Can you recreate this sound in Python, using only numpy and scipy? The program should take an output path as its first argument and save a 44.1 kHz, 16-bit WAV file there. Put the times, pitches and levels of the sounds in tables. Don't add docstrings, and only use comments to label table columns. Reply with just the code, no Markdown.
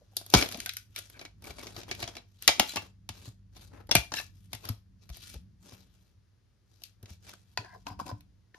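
import sys
import numpy as np
from scipy import signal
from scipy.fft import rfft, irfft
from scipy.io import wavfile
from scipy.ndimage import uniform_filter1d

SR = 44100
rng = np.random.default_rng(int(sys.argv[2]) if len(sys.argv) > 2 else 0)


def inscribe(sig):
    pcm = np.round(np.clip(np.atleast_2d(sig).T, -1, 1) * 32767)
    wavfile.write(sys.argv[1], SR, pcm.astype(np.int16))


def voltage_ratio(decibels):
    exponent = np.asarray(decibels, float) / 20
    return 10 ** exponent


N = 378378

# [f/Hz, level/dB, t60/s]
CASE_MODES = [(370, -2, 0.033), (697, 1.5, 0.034), (980, -16, 0.043), (1440, -1, 0.0042),
              (2310, 6.5, 0.013), (2400, -3.5, 0.0065), (2610, -0.5, 0.014), (3314, -4.5, 0.04),
              (3920, -6, 0.058), (4800, -10.5, 0.029), (4990, -12, 0.012)]
# [f/Hz, level/dB, t60/s]
RACK_MODES = [(291, -4, 0.29), (740.4, 6, 0.052), (952, 4.5, 0.044), (1004, 8.5, 0.052), (1520, -4, 0.024),
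              (1800, -20.5, 0.02), (2564, 3, 0.0093), (5000, -10, .04)]
# [t/s, level/dB]
GRIP = [(0.0, -76), (0.45, -51.5), (0.83, -65), (2.05, -51.5), (2.29, -67.5), (2.79, -57.5), (3.6, -57),
        (4.34, -60), (5.61, -60), (6.3, -74.5), (6.8, -72.5), (7.28, -58.5), (7.49, -67.5), (7.99, -50),
        (8.26, -63.5), (8.57, -77.5)]
# [t/s, lean (1 = usual left lean)]
LEAN = [(0, 0.75), (.7, 1.31), (1.3, 0.82), (2.5, 0.88), (3.3, 0.7), (4.2, 1.8), (5.5, 0.97), (6.8, 2),
        (7.2, 0.32), (7.6, 1.04), (8.5, 1.1)]
HANDS_PAN_DB = 5


def on_log(hz, table):
    f, v = np.transpose(table)
    return np.interp(np.log(hz + 1), np.log(f), v)


def over_time(t, table):
    return np.interp(t, *np.transpose(table))


def colour(x, table):
    gain = voltage_ratio(on_log(np.fft.rfftfreq(x.shape[-1], 1 / SR), table))
    y = irfft(rfft(x) * gain, x.shape[-1])
    return y / np.sqrt(np.mean(y ** 2))


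def pair(size):
    # [f/Hz, likeness (0-1)]
    likeness = [(100, 0.8), (500, 0.2), (2000, 0.5), (4000, 0.2), (12000, 0.9)]
    like = np.clip(on_log(np.fft.rfftfreq(size, 1 / SR), likeness), 0, 1)
    mid, side = rfft(rng.standard_normal((2, size)))
    return irfft(mid * np.sqrt(1 + like) + side * np.sqrt(1 - like) * np.array([[1], [-1]]), size)


def walk(rate_hz):
    k = int(SR / rate_hz)
    held = np.repeat(rng.standard_normal(N // k + 1), k)
    return 1.2 * uniform_filter1d(held, k)[:N]


def band(x, lo_hz, hi_hz):
    return signal.sosfilt(signal.butter(2, [lo_hz, hi_hz], "bandpass", fs=SR, output="sos"), x)


def peak_one(x):
    return x / np.max(np.abs(x))


def decay(t, t60_s):
    return np.exp(-np.log(1000) * t / t60_s)


def resonate(x, modes, spread):
    y = sum(voltage_ratio(db) * band(x, hz / spread, hz * spread) for hz, db, _ in modes)
    return y / np.std(y)


def add(out, x, s, lean=0.66):
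    pan_db = lean * HANDS_PAN_DB * over_time(s, LEAN)
    lag = int(np.clip(np.round(-0.5 - 0.66 * pan_db), -12, 12))
    for ch, (delay, sign) in enumerate([(lag, 1), (0, -1)]):
        i = int(s * SR) + delay
        n = min(x.shape[-1], N - i)
        out[ch, i:i + n] += x[ch, :n] * voltage_ratio(sign * pan_db / 2)


def muted(x, s):
    # [from t/s, to t/s, cutoff f/Hz]
    clamped = [
        (.1, .32, 3360),
        (.59, .8, 1304),
        (6.8, 6.9, 2670),
    ]
    for from_s, to_s, hz in clamped:
        if from_s < s < to_s:
            return peak_one(signal.sosfilt(signal.butter(6, hz, "highpass", fs=SR, output="sos"), x))
    return x


def clicks(table, modes, contact_s, rattle_db, ring_db, body_db, top_db):
    out, t = np.zeros((2, N)), np.arange(int(SR / 8)) / SR
    hz, db, t60_s = np.transpose(modes)[:, :, None]
    high = hz[:, 0] > 1500
    blow = 12 * (t == t[int(.001 * SR)])
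    for s, peak_db, rel_body_db, rel_top_db in table:
        level_luck, pitch_luck, angle = rng.standard_normal((3, len(modes), 1))
        shape = np.exp(-t / contact_s) + voltage_ratio(rattle_db) * np.exp(-t / 0.0087)
        contact = pair(len(t)) * (1 - np.exp(-t / 0.0025)) * shape
        phase = np.array([1, -1])[:, None, None] * angle * np.minimum(hz / 1500, 1)
        waves = np.sin(2 * np.pi * hz * (1 + 0.0086 * pitch_luck) * t + phase)
        rings = voltage_ratio(db + 2 * level_luck) * decay(t, t60_s) * waves

        def struck(chosen):
            ring = rings[:, chosen].sum(axis=1)
            return peak_one(signal.fftconvolve(ring, contact[:1] + blow, axes=1)[:, :len(t)])

        body = peak_one(struck(~high) + 0.8 * peak_one(band(contact, 110, 1500)))
        snap = peak_one(band(band(contact, 1400, 7200), 1400, 7200))
        crack = peak_one(snap + voltage_ratio(ring_db) * struck(high))
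        spit = contact * (np.exp(-t / 0.003) + 0.18)
        spit = peak_one(band(band(spit, 7900, 14500), 7900, 14500))
        mix = muted(crack, s) + voltage_ratio(rel_body_db + body_db) * body + voltage_ratio(rel_top_db + top_db) * spit
        add(out, voltage_ratio(peak_db) * mix, s)
    return out


def background():
    # [f/Hz, level/(dB per Hz)]
    air_colour = [(15, -38.5), (25, -16), (105, -1), (145, -19), (317, -24), (641, -33), (734, -35),
                  (1740, -35.5), (2480, -39.5), (4870, -38), (7710, -42), (12200, -48), (16000, -59)]
    # [f/Hz, level/dB rms]
    hum_lines = [(50, -67), (100, -66.5), (190, -74)]
    t = np.arange(N) / SR
    hum = 0
    for hz, db in hum_lines:
        hum = hum + voltage_ratio(db + 2.5 * walk(1.7)) * np.sqrt(2) * np.sin(2 * np.pi * hz * t + 0.73 * walk(3))
    air = colour(pair(N), air_colour)
    air += 0.27 * band(air, 500, 12000) * np.array([[1], [-1]])
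    hum_swing_db = 0.76 * (over_time(t, GRIP) + 63.0)
    return voltage_ratio(-65 + 0.5 + 0.6 * walk(0.75)) * air + hum * voltage_ratio(hum_swing_db)


def grip_rumble():
    # [f/Hz, level/(dB per Hz)]
    rumble_colour = [(15, -46), (25, -12), (65, 1.5), (86, 5), (112, -5), (156, -2), (350, -20), (460, -40),
                     (770, -120)]
    level_db = over_time(np.arange(N) / SR, GRIP) - 2 + 3.8 * np.tanh(walk(7.4))
    return colour(pair(N), rumble_colour) * voltage_ratio(level_db)


def patchy():
    edges_hz = 700 * 2 ** np.arange(0, 4.6, .4)
    return sum(band(pair(N), lo, hi) * voltage_ratio(2.5 * walk(25)) for lo, hi in zip(edges_hz, edges_hz[1:]))


def rubbing():
    # [start t/s, hold/s, hiss level/dB, panel level/dB re hiss]
    hand_strokes = [(0.0, 0.12, -79.5, 1.5), (0.175, 0.051, -58.5, -6), (0.35, .01, -55.5, -9),
                    (0.371, 0.016, -27.5, -4), (0.419, 0.017, -47, 9.5), (0.521, 0.004, -46, -7.5),
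                    (0.567, 0.076, -55, -3), (0.681, 0.11, -59, -38), (0.981, 0.0052, -46.5, -10.5),
                    (1.043, 0.1, -63.5, -10.5), (1.166, 0.094, -67.5, 9.5), (1.454, 0.058, -54, 3.5),
                    (1.583, 0.11, -52.5, 0), (1.76, 0.04, -52.5, 1.5), (1.892, 0.038, -54.5, 5.5),
                    (2, 0.025, -48, 1), (2.082, 0.015, -54.5, 4), (2.161, 0.013, -65, 10.5),
                    (2.292, 0.073, -76, -7.5), (2.432, 0.05, -51.5, -15.5), (2.602, 0.029, -49, 7.5),
                    (2.687, 0.032, -41, -30), (2.771, 0.0081, -51, 5), (2.824, 0.041, -65.5, 3),
                    (3.15, 0.13, -58, -3), (3.566, 0.076, -61, -2), (3.737, 0.072, -70, 15.5),
                    (4.165, 0.028, -41.5, -18.5), (4.229, 0.045, -68.5, -24.5), (4.359, 0.1, -71.5, -16),
                    (4.549, 0.0065, -54.5, -2), (4.654, 0.034, -52, 0), (4.71, 0.014, -74, 7),
                    (5.034, 0.0071, -65, -6.5), (5.15, 0.035, -53.5, -13), (5.225, 0.12, -53.5, -17),
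                    (5.649, 0.092, -59.5, -2), (5.79, 0.055, -71, -1), (5.9, 0.19, -75, -5),
                    (6.7, 0.13, -77, -4), (6.854, 0.016, -61.5, -23), (7.04, 0.039, -75.5, 12),
                    (7.1, 0.03, -59.5, -9), (7.24, 0.035, -66, -7.5), (7.289, 0.013, -52.5, -3),
                    (7.38, 0.24, -75.5, -5.5)]
    # [start t/s, hold/s, hiss level/dB, panel level/dB re hiss]
    rack_strokes = [(7.58, 0.044, -68, 8), (7.65, 0.11, -71.5, 14.5), (7.87, 0.017, -54.5, 9.5),
                    (7.905, 0.03, -70.5, 18.5), (7.999, 0.0069, -51.5, 12.5), (7.78, 0.087, -74.5, -18),
                    (8.03, .03, -68, -3), (8.065, 0.017, -53, 2), (8.093, 0.0069, -59, 18.5),
                    (8.13, 0.08, -78, -3), (8.546, 0.025, -75.5, 9.5)]
    # [f/Hz, level/(dB per Hz)]
    skin_colour = [(710, -40.5), (1200, -15.5), (2020, -13.5), (2270, -17.5), (2530, -9.5), (3910, -7),
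                   (5710, -8.5), (8000, -7.5), (9930, -16), (12300, -13.5), (14200, -19.5), (15000, -55)]
    # [f/Hz, level/(dB per Hz)]
    panel_colour = [(150, -23.5), (250, -0.5), (650, -8), (1040, -11.5), (1600, -14.5), (3000, -24.5),
                    (6000, -51)]
    rack_from_s = 7.5
    t = np.arange(N) / SR
    hiss_gain, panel_gain = np.zeros((2, N))
    for s, hold_s, hiss_db, panel_db in [*hand_strokes, *rack_strokes]:
        press_db_per_s, lift_db_per_s = 498, 351
        if s > rack_from_s:
            press_db_per_s, lift_db_per_s = 4 * press_db_per_s, 2 * lift_db_per_s
        near = slice(max(int((s - 1 / 4) * SR), 0), int((s + hold_s + 1 / 3) * SR))
        early_s = np.maximum(s - t[near], 0)
        late_s = np.maximum(t[near] - s - hold_s, 0)
        touch = voltage_ratio(hiss_db - press_db_per_s * early_s - lift_db_per_s * late_s)
        hiss_gain[near] += touch
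        panel_gain[near] += touch * voltage_ratio(panel_db)
    slips = voltage_ratio(1.5 * walk(70) + 3.2 * walk(400))
    grain, deep = patchy() * slips, pair(N) * slips
    hiss = colour(grain, skin_colour) + voltage_ratio(-17.5) * resonate(grain, CASE_MODES[3:], 1.025)
    rack = resonate(deep, [*RACK_MODES[1:6], *RACK_MODES[7:]], 1.045)
    panel = np.where(t > rack_from_s, rack, colour(deep, panel_colour))
    sides = voltage_ratio(HANDS_PAN_DB * over_time(t, LEAN) * np.array([[.5], [-.5]]))
    return sides * (voltage_ratio(1.5) * hiss_gain * hiss + voltage_ratio(-1.0) * panel_gain * panel)


def resonances():
    # [t/s, f/Hz, peak level/dB, t60/s]
    pings = [(.167, 4660, -29.5, .03), (0.337, 1043, -20.5, .05), (.424, 2390, -25.5, 0.027),
             (0.601, 1586, -55, 0.049), (0.661, 1560, -36.5, 0.097), (.66, 2210, -40, .03),
             (0.691, 1560, -41, 0.072), (0.767, 1504, -41, 0.05), (.961, 2395, -40, 0.031),
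             (1.192, 4010, -46.5, .04), (1.213, 2310, -40, 0.062), (1.251, 3950, -47, 0.055),
             (1.258, 2265, -43, 0.056), (1.441, 2290, -45.5, 0.034), (1.469, 2310, -44, .06),
             (1.505, 2310, -42, 0.055), (1.584, 2280, -44.5, 0.043), (1.602, 2250, -46, .05),
             (1.627, 3940, -57, 0.057), (1.669, 2180, -47, .04), (1.766, 1257, -48, 0.091),
             (1.894, 3300, -44.5, .04), (1.912, 2307, -30.5, .06), (2.026, 2283, -30.5, 0.036),
             (2.029, 4030, -40, .05), (2.075, 3320, -41, .04), (2.168, 2250, -43, .05),
             (2.168, 3980, -48.5, .05), (2.182, 3990, -45.5, .04), (2.181, 2296, -46.5, .03),
             (2.479, 2310, -21, 0.15), (2.598, 740, -18.5, 0.041), (2.772, 2680, -29, 0.074),
             (3.912, 3420, -20, .05), (3.912, 5500, -16, .04), (3.953, 2390, -18, .1),
             (4.12, 950, -30.5, .02), (4.139, 1720, -33, .04), (4.689, 5360, -30, .015),
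             (7.03, 396, -51, 0.051), (7.575, 1874, -27, 0.017), (7.574, 4600, -28, 0.03),
             (7.583, 2510, -35.5, 0.052), (7.749, 1033, -48, 0.051), (7.998, 1060, -25.5, 0.04),
             (8.543, 1800, -46, 0.025), (8.545, 320, -53.5, 0.039)]
    # [start t/s, length/s, f/Hz, peak level/dB]
    judders = [(.01, 0.026, 559, -52), (0.36, .032, 2285, -22), (0.12, 0.018, 663, -57.5),
               (1.138, .04, 2332, -52.5), (1.14, 0.036, 1531, -50), (2.561, 0.037, 2460, -45),
               (2.687, .018, 4010, -36), (2.702, .022, 3294, -48), (2.688, .015, 4773, -41),
               (2.73, 0.009, 4070, -44), (4.1578, .012, 3970, -34), (4.159, 0.047, 1765, -36),
               (4.168, 0.018, 2730, -33), (4.17, .012, 5394, -34.5), (4.182, .009, 2617, -31.5),
               (4.182, .009, 3890, -31.5), (4.18, 0.011, 1723, -33.5), (4.196, 0.0059, 2473, -41),
               (4.185, 0.0086, 4280, -41.5), (7.642, 0.027, 1649, -46.5), (7.674, 0.081, 1652, -50),
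               (7.694, 0.055, 2000, -54), (.553, .008, 688, -41), (0.53, .012, 700, -47),
               (0.58, .012, 250, -37.5), (0.67, .012, 720, -49), (5.345, .015, 492, -47),
               (7.6, .03, 380, -47.5), (2.759, 0.019, 1151, -33), (4.19, .025, 998, -44),
               (4.641, .008, 960, -41.5), (7.731, 0.033, 740, -44), (7.748, 0.034, 430, -56.5),
               (8.068, 0.053, 520, -44.5), (7.895, 0.047, 305.7, -53), (8.056, 0.038, 280.6, -40),
               (7.33, .012, 1550, -46)]
    push_time_s, judder_t60_s, slips_per_s = 0.0007, 0.027, 700
    out, t = np.zeros((2, N)), np.arange(int(SR / 5)) / SR
    rows = [(s, push_time_s, hz, db, t60_s) for s, hz, db, t60_s in pings]
    rows += [(s, length_s, hz, db, judder_t60_s) for s, length_s, hz, db in judders]
    size = int(.005 * SR)
    for s, push_s, hz, peak_db, t60_s in rows:
        luck, angle = rng.random((2, len(t))), rng.standard_normal()
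        slips = (luck[0] < slips_per_s / SR) * luck[1] * (t < push_s) + (t == 0) / 2
        drift, swell = uniform_filter1d(rng.standard_normal((2, len(t))), size, axis=1) * np.sqrt(size)
        blur = voltage_ratio(3 * uniform_filter1d(swell, size))
        phase = 0.5 * angle * min(hz / 1500, 1) * np.array([[1], [-1]])
        wave = np.sin(2 * np.pi * hz * t + phase + .65 * drift)
        mode = decay(t, max(t60_s, .005)) * (1 - np.exp(-t / push_time_s)) * blur * wave
        add(out, voltage_ratio(peak_db) * peak_one(signal.fftconvolve(mode, slips[None], axes=1)[:, :len(t)]), s)
    return out


def case_clicks():
    # [t/s, crack peak level/dB, body level/dB re crack, top level/dB
    case_contacts = [(0.167, -19, -15, -4), (0.2122, -44, 3.5, -5.5), (0.2628, -37.5, -8, -2.5),
                     (0.3005, -33, -19, -4.5), (0.3381, -1.5, 1, -16.5), (0.3477, -5.5, -3, -20.5),
                     (0.411, -16, -12, -16.5), (0.4239, -12.5, -9, -26), (0.4594, -25, -6, -21.5),
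                     (0.4878, -25.5, -11, -14), (0.5222, -27, -33, -8.5), (0.5437, -23, -12, -26),
                     (0.601, -22.5, -47.5, -11), (0.6598, -21, -20, -10.5), (0.6918, -18, -54, -16),
                     (0.7358, -34.5, -35, -4), (0.7677, -25.5, -64.5, -5.5), (0.9607, -24, -42, -12.5),
                     (0.9877, -29.5, -13.5, -2),
                     (1.0986, -42.5, -7, -4.5), (1.1928, -34.5, -8, -22), (1.2127, -32, -7.5, -22),
               (1.2506, -32, -7.5, -21), (1.4407, -40.5, -7, -6.5), (1.4697, -37.5, -5, -15),
               (1.505, -34.5, -4.5, -23), (1.5835, -42, 3.5, -24), (1.6686, -31.5, -9, -20),
               (1.7635, -29.5, -5.5, -26), (1.832, -33, -5.5, -24), (1.889, -37.5, -27, -23),
               (1.9121, -20.5, -10, -25), (1.9492, -34.5, -26, -12.5), (2.0022, -32, -27, -11),
               (2.027, -21, -9.5, -15), (2.0386, -26, -7, -29), (2.0761, -26, -7.5, -20.5),
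               (2.1525, -33.5, -11, -20.5), (2.1669, -29.5, -7, -20.5),
                     (5.0909, -38.5, -10, -16), (5.0993, -40, -3.5, -10), (5.1692, -42.5, -6.5, -1.5),
                (5.3412, -37, -2.5, -9), (5.721, -44.5, 1, -23), (6.8184, -47.5, -4.5, -13),
                (6.8358, -28, -39, -13.5), (7.028, -48, -4, -2.5), (7.057, -42, -33, -22),
                (7.1028, -46, -5, -4), (7.292, -35.5, -10, -10), (7.3362, -40, -6.5, -9)]
    return clicks(case_contacts, CASE_MODES, 0.0016,
                  rattle_db=-19.5, ring_db=-7.0, body_db=0.0, top_db=8.0)


def thumps():
    # [t/s, peak level/dB, f/Hz]
    knocks = [(0.344, -10.5, 196), (0.348, -19, 110), (0.357, -22, 60.6), (0.549, -37.5, 223),
              (1.491, -42, 61), (1.771, -44, 110), (2.028, -38.5, 112), (2.486, -43, 256),
              (2.601, -24, 232), (2.769, -40.5, 102), (3.095, -37, 97.2), (3.273, -38, 115.8),
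              (3.959, -26, 115), (3.953, -20.5, 169), (3.975, -30, 66), (4.536, -40, 108),
              (4.65, -45, 96.5), (4.695, -25.5, 104.5), (5.1, -35.5, 58.8), (5.355, -36, 63.5),
              (5.725, -44.5, 99), (7.028, -42, 102.8), (7.104, -39.5, 81.2), (7.586, -36.5, 108),
              (7.906, -38.5, 100.6), (8.012, -39, 216), (8.122, -32.5, 107)]
    out, t = np.zeros((2, N)), np.arange(int(SR / 3)) / SR
    for s, peak_db, hz in knocks:
        t60_s = 5.1 / hz + 0.059 * np.exp(-np.log(hz / 108) ** 2 / 0.14)
        fade = decay(t, max(t60_s, .02)) * (1 - np.exp(-t / 0.0048))
        overtone = 0.37 * np.sin(2 * np.pi * 2.3 * hz * t) * np.exp(-t / 0.024)
        wave = np.sin(2 * np.pi * hz * t) + overtone
        add(out, voltage_ratio(peak_db + 2.5) * peak_one(fade * wave) * np.ones((2, 1)), s, lean=0.39)
    return out


def loose_ticks():
    # [t/s, crack peak level/dB, body level/dB re crack, top level/dB re crack]
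    ticks = [(.512, -31, -16, -10), (1.4213, -46, -9, -6), (1.627, -52, -12, -21), (1.69, -43.5, -4, -20),
             (1.8144, -35.5, -21, -21), (1.926, -33, -11, -19.5), (2.086, -33, -10.5, -26),
             (2.181, -42.5, -10, -19), (2.82, -41, 0, -7), (3.87, -53, -20.5, -3.5), (4.149, -31, -15, -21),
             (4.1687, -25, -19.5, -18), (4.188, -29.5, -17, -16), (4.198, -26.5, -13.5, -17),
             (7.646, -45, 4, -30), (8.078, -42.5, -8, -23), (.499, -46, -20, -7.5),
             (.572, -38.5, -14, -2.5), (.615, -42.5, -26.5, -5), (.65, -44.5, -27.5, -1)]
    return clicks(ticks, CASE_MODES, 0.0019, rattle_db=-19, ring_db=-4.5, body_db=2.5, top_db=5)


def disc_clicks():
    # [t/s, crack peak level/dB, body level/dB re crack, top level/dB re crack]
    contacts = [(2.4225, -31.5, -21.5, 1), (2.477, 2.5, -19.5, -14), (2.4894, -12, -5, -23.5),
                (2.5959, -2, -13.5, -14), (2.736, -37.5, -2.5, -13), (2.7586, -17.5, -11.5, -14.5),
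                (2.7682, -18, -12, -29.5), (3.0899, -25, -12.5, -12), (3.255, -42, -11, -10),
                (3.5659, -39, -12, -18.5), (3.6125, -50.5, -14, -5), (3.8915, -37, 2, -21.5),
                (3.912, -10, -15.5, -14.5), (3.924, -22, -13.5, -19.5), (3.9515, -1.5, -11.5, -9),
                (3.9645, -8, -22.5, -25.5), (4.119, -26.5, -6, -26), (4.138, -20, -12.5, -19),
                (4.5306, -25, -12.5, -7.5), (4.6514, -33.5, -10.5, -5.5), (4.6885, -27.5, -10.5, -1),
                (4.549, -33.5, -17, -5)]
    # [f/Hz, level/dB, t60/s]
    disc_modes = [(318, 0.5, 0.039), (510, -7.5, 0.019), (721, 4, 0.035), (867, 2, 0.056),
                  (1050, -6, 0.057), (2180, -2.5, 0.096), (2390, 2, 0.025), (2794, -1, 0.096),
                  (3110, -4.5, 0.085), (3490, -4, 0.066), (3890, -3, 0.036), (5970, -10, 0.1),
                  (5330, -0.5, .05)]
    return clicks(contacts, disc_modes, .0022, rattle_db=-19.5, ring_db=-12.0, body_db=4.0, top_db=6.5)


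def drone():
    start_s, end_s, hz, level_db = 5.4, 6.1, 184.5, -67
    t = np.arange(N) / SR
    running = uniform_filter1d(1. * (t > start_s) * (t < end_s), size=2000)
    wave = np.sin(2 * np.pi * hz * t + walk(34))
    return voltage_ratio(level_db + 2 * walk(6.1)) * np.sqrt(2) * running * wave


def rack_clicks():
    # [t/s, crack peak level/dB, body level/dB re crack, top level/dB re crack]
    contacts = [
        (7.574, -17, -16.5, -25),
        (7.867, -27, -12.5, -63),
        (7.902, -51.5, 6.5, -42),
        (7.992, -38.5, -7, -19),
        (8.114, -43.5, 3.5, -42.5),
        (8.207, -45.5, -34, -9),
        (8.545, -44, -35, -42),
    ]
    return clicks(contacts, RACK_MODES, 0.00104, rattle_db=-24.5, ring_db=0.0, body_db=10.0, top_db=9.5)


def room_tail():
    # [f/Hz, level/dB]
    wall_colour = [(200, -6.5), (500, -3), (3000, -2), (6000, -4), (8100, -3), (10000, -8.5), (14000, -10),
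                   (14900, -44)]
    t = np.arange(int(SR / 2)) / SR
    tail = colour(rng.standard_normal((2, len(t))), wall_colour) * decay(t, 0.23) * (t > .004)
    tail /= np.sqrt(np.sum(tail ** 2, axis=1, keepdims=True))
    return voltage_ratio(-13) * tail


def scene():
    rest = background() + grip_rumble() + thumps() + drone()
    near = rubbing() + case_clicks() + loose_ticks() + disc_clicks() + rack_clicks()
    sung = resonances()
    to_room = near + voltage_ratio(-4) * sung
    return near + sung + signal.fftconvolve(to_room, room_tail(), axes=1)[:, :N] + rest


def ports(x):
    # [f/Hz, left minus right level/dB]
    port_tilt = [(250, 0), (650, 0), (2000, -2), (5000, 0), (8000, 3)]
    treble_from_hz, in_step_hz, lag_s, shared = 7100, 11800, .000135, .75
    hz, (left, right) = np.fft.rfftfreq(N, 1 / SR), rfft(x)
    tilt = voltage_ratio(on_log(hz, port_tilt) / 2)
    turn = np.pi * (hz - in_step_hz) * lag_s
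    mid = np.cos(turn) * left
    side = -1j * np.sin(turn) * (shared * left + np.sqrt(1 - shared ** 2) * right)
    share = 1 / (1 + (treble_from_hz / (hz + 1)) ** 22)
    apart = np.sqrt(1 - share) * np.array([left * tilt, right / tilt])
    paired = np.sqrt(share) * voltage_ratio(-4.0) * np.array([mid + side, mid - side])
    return irfft(apart + paired, N)


def band_limit(x):
    return signal.sosfilt(signal.butter(12, 16500, fs=SR, output="sos"), x)


def record(dry):
    firm = ports(signal.sosfilt(signal.butter(4, 44, "highpass", fs=SR, output="sos"), dry))
    rounded = 0.85 * np.tanh(firm / 0.91)
    mix = signal.sosfilt(signal.butter(8, 15900, fs=SR, output="sos"), rounded)
    return band_limit(mix)


dry = scene()
out = record(dry)
inscribe(out)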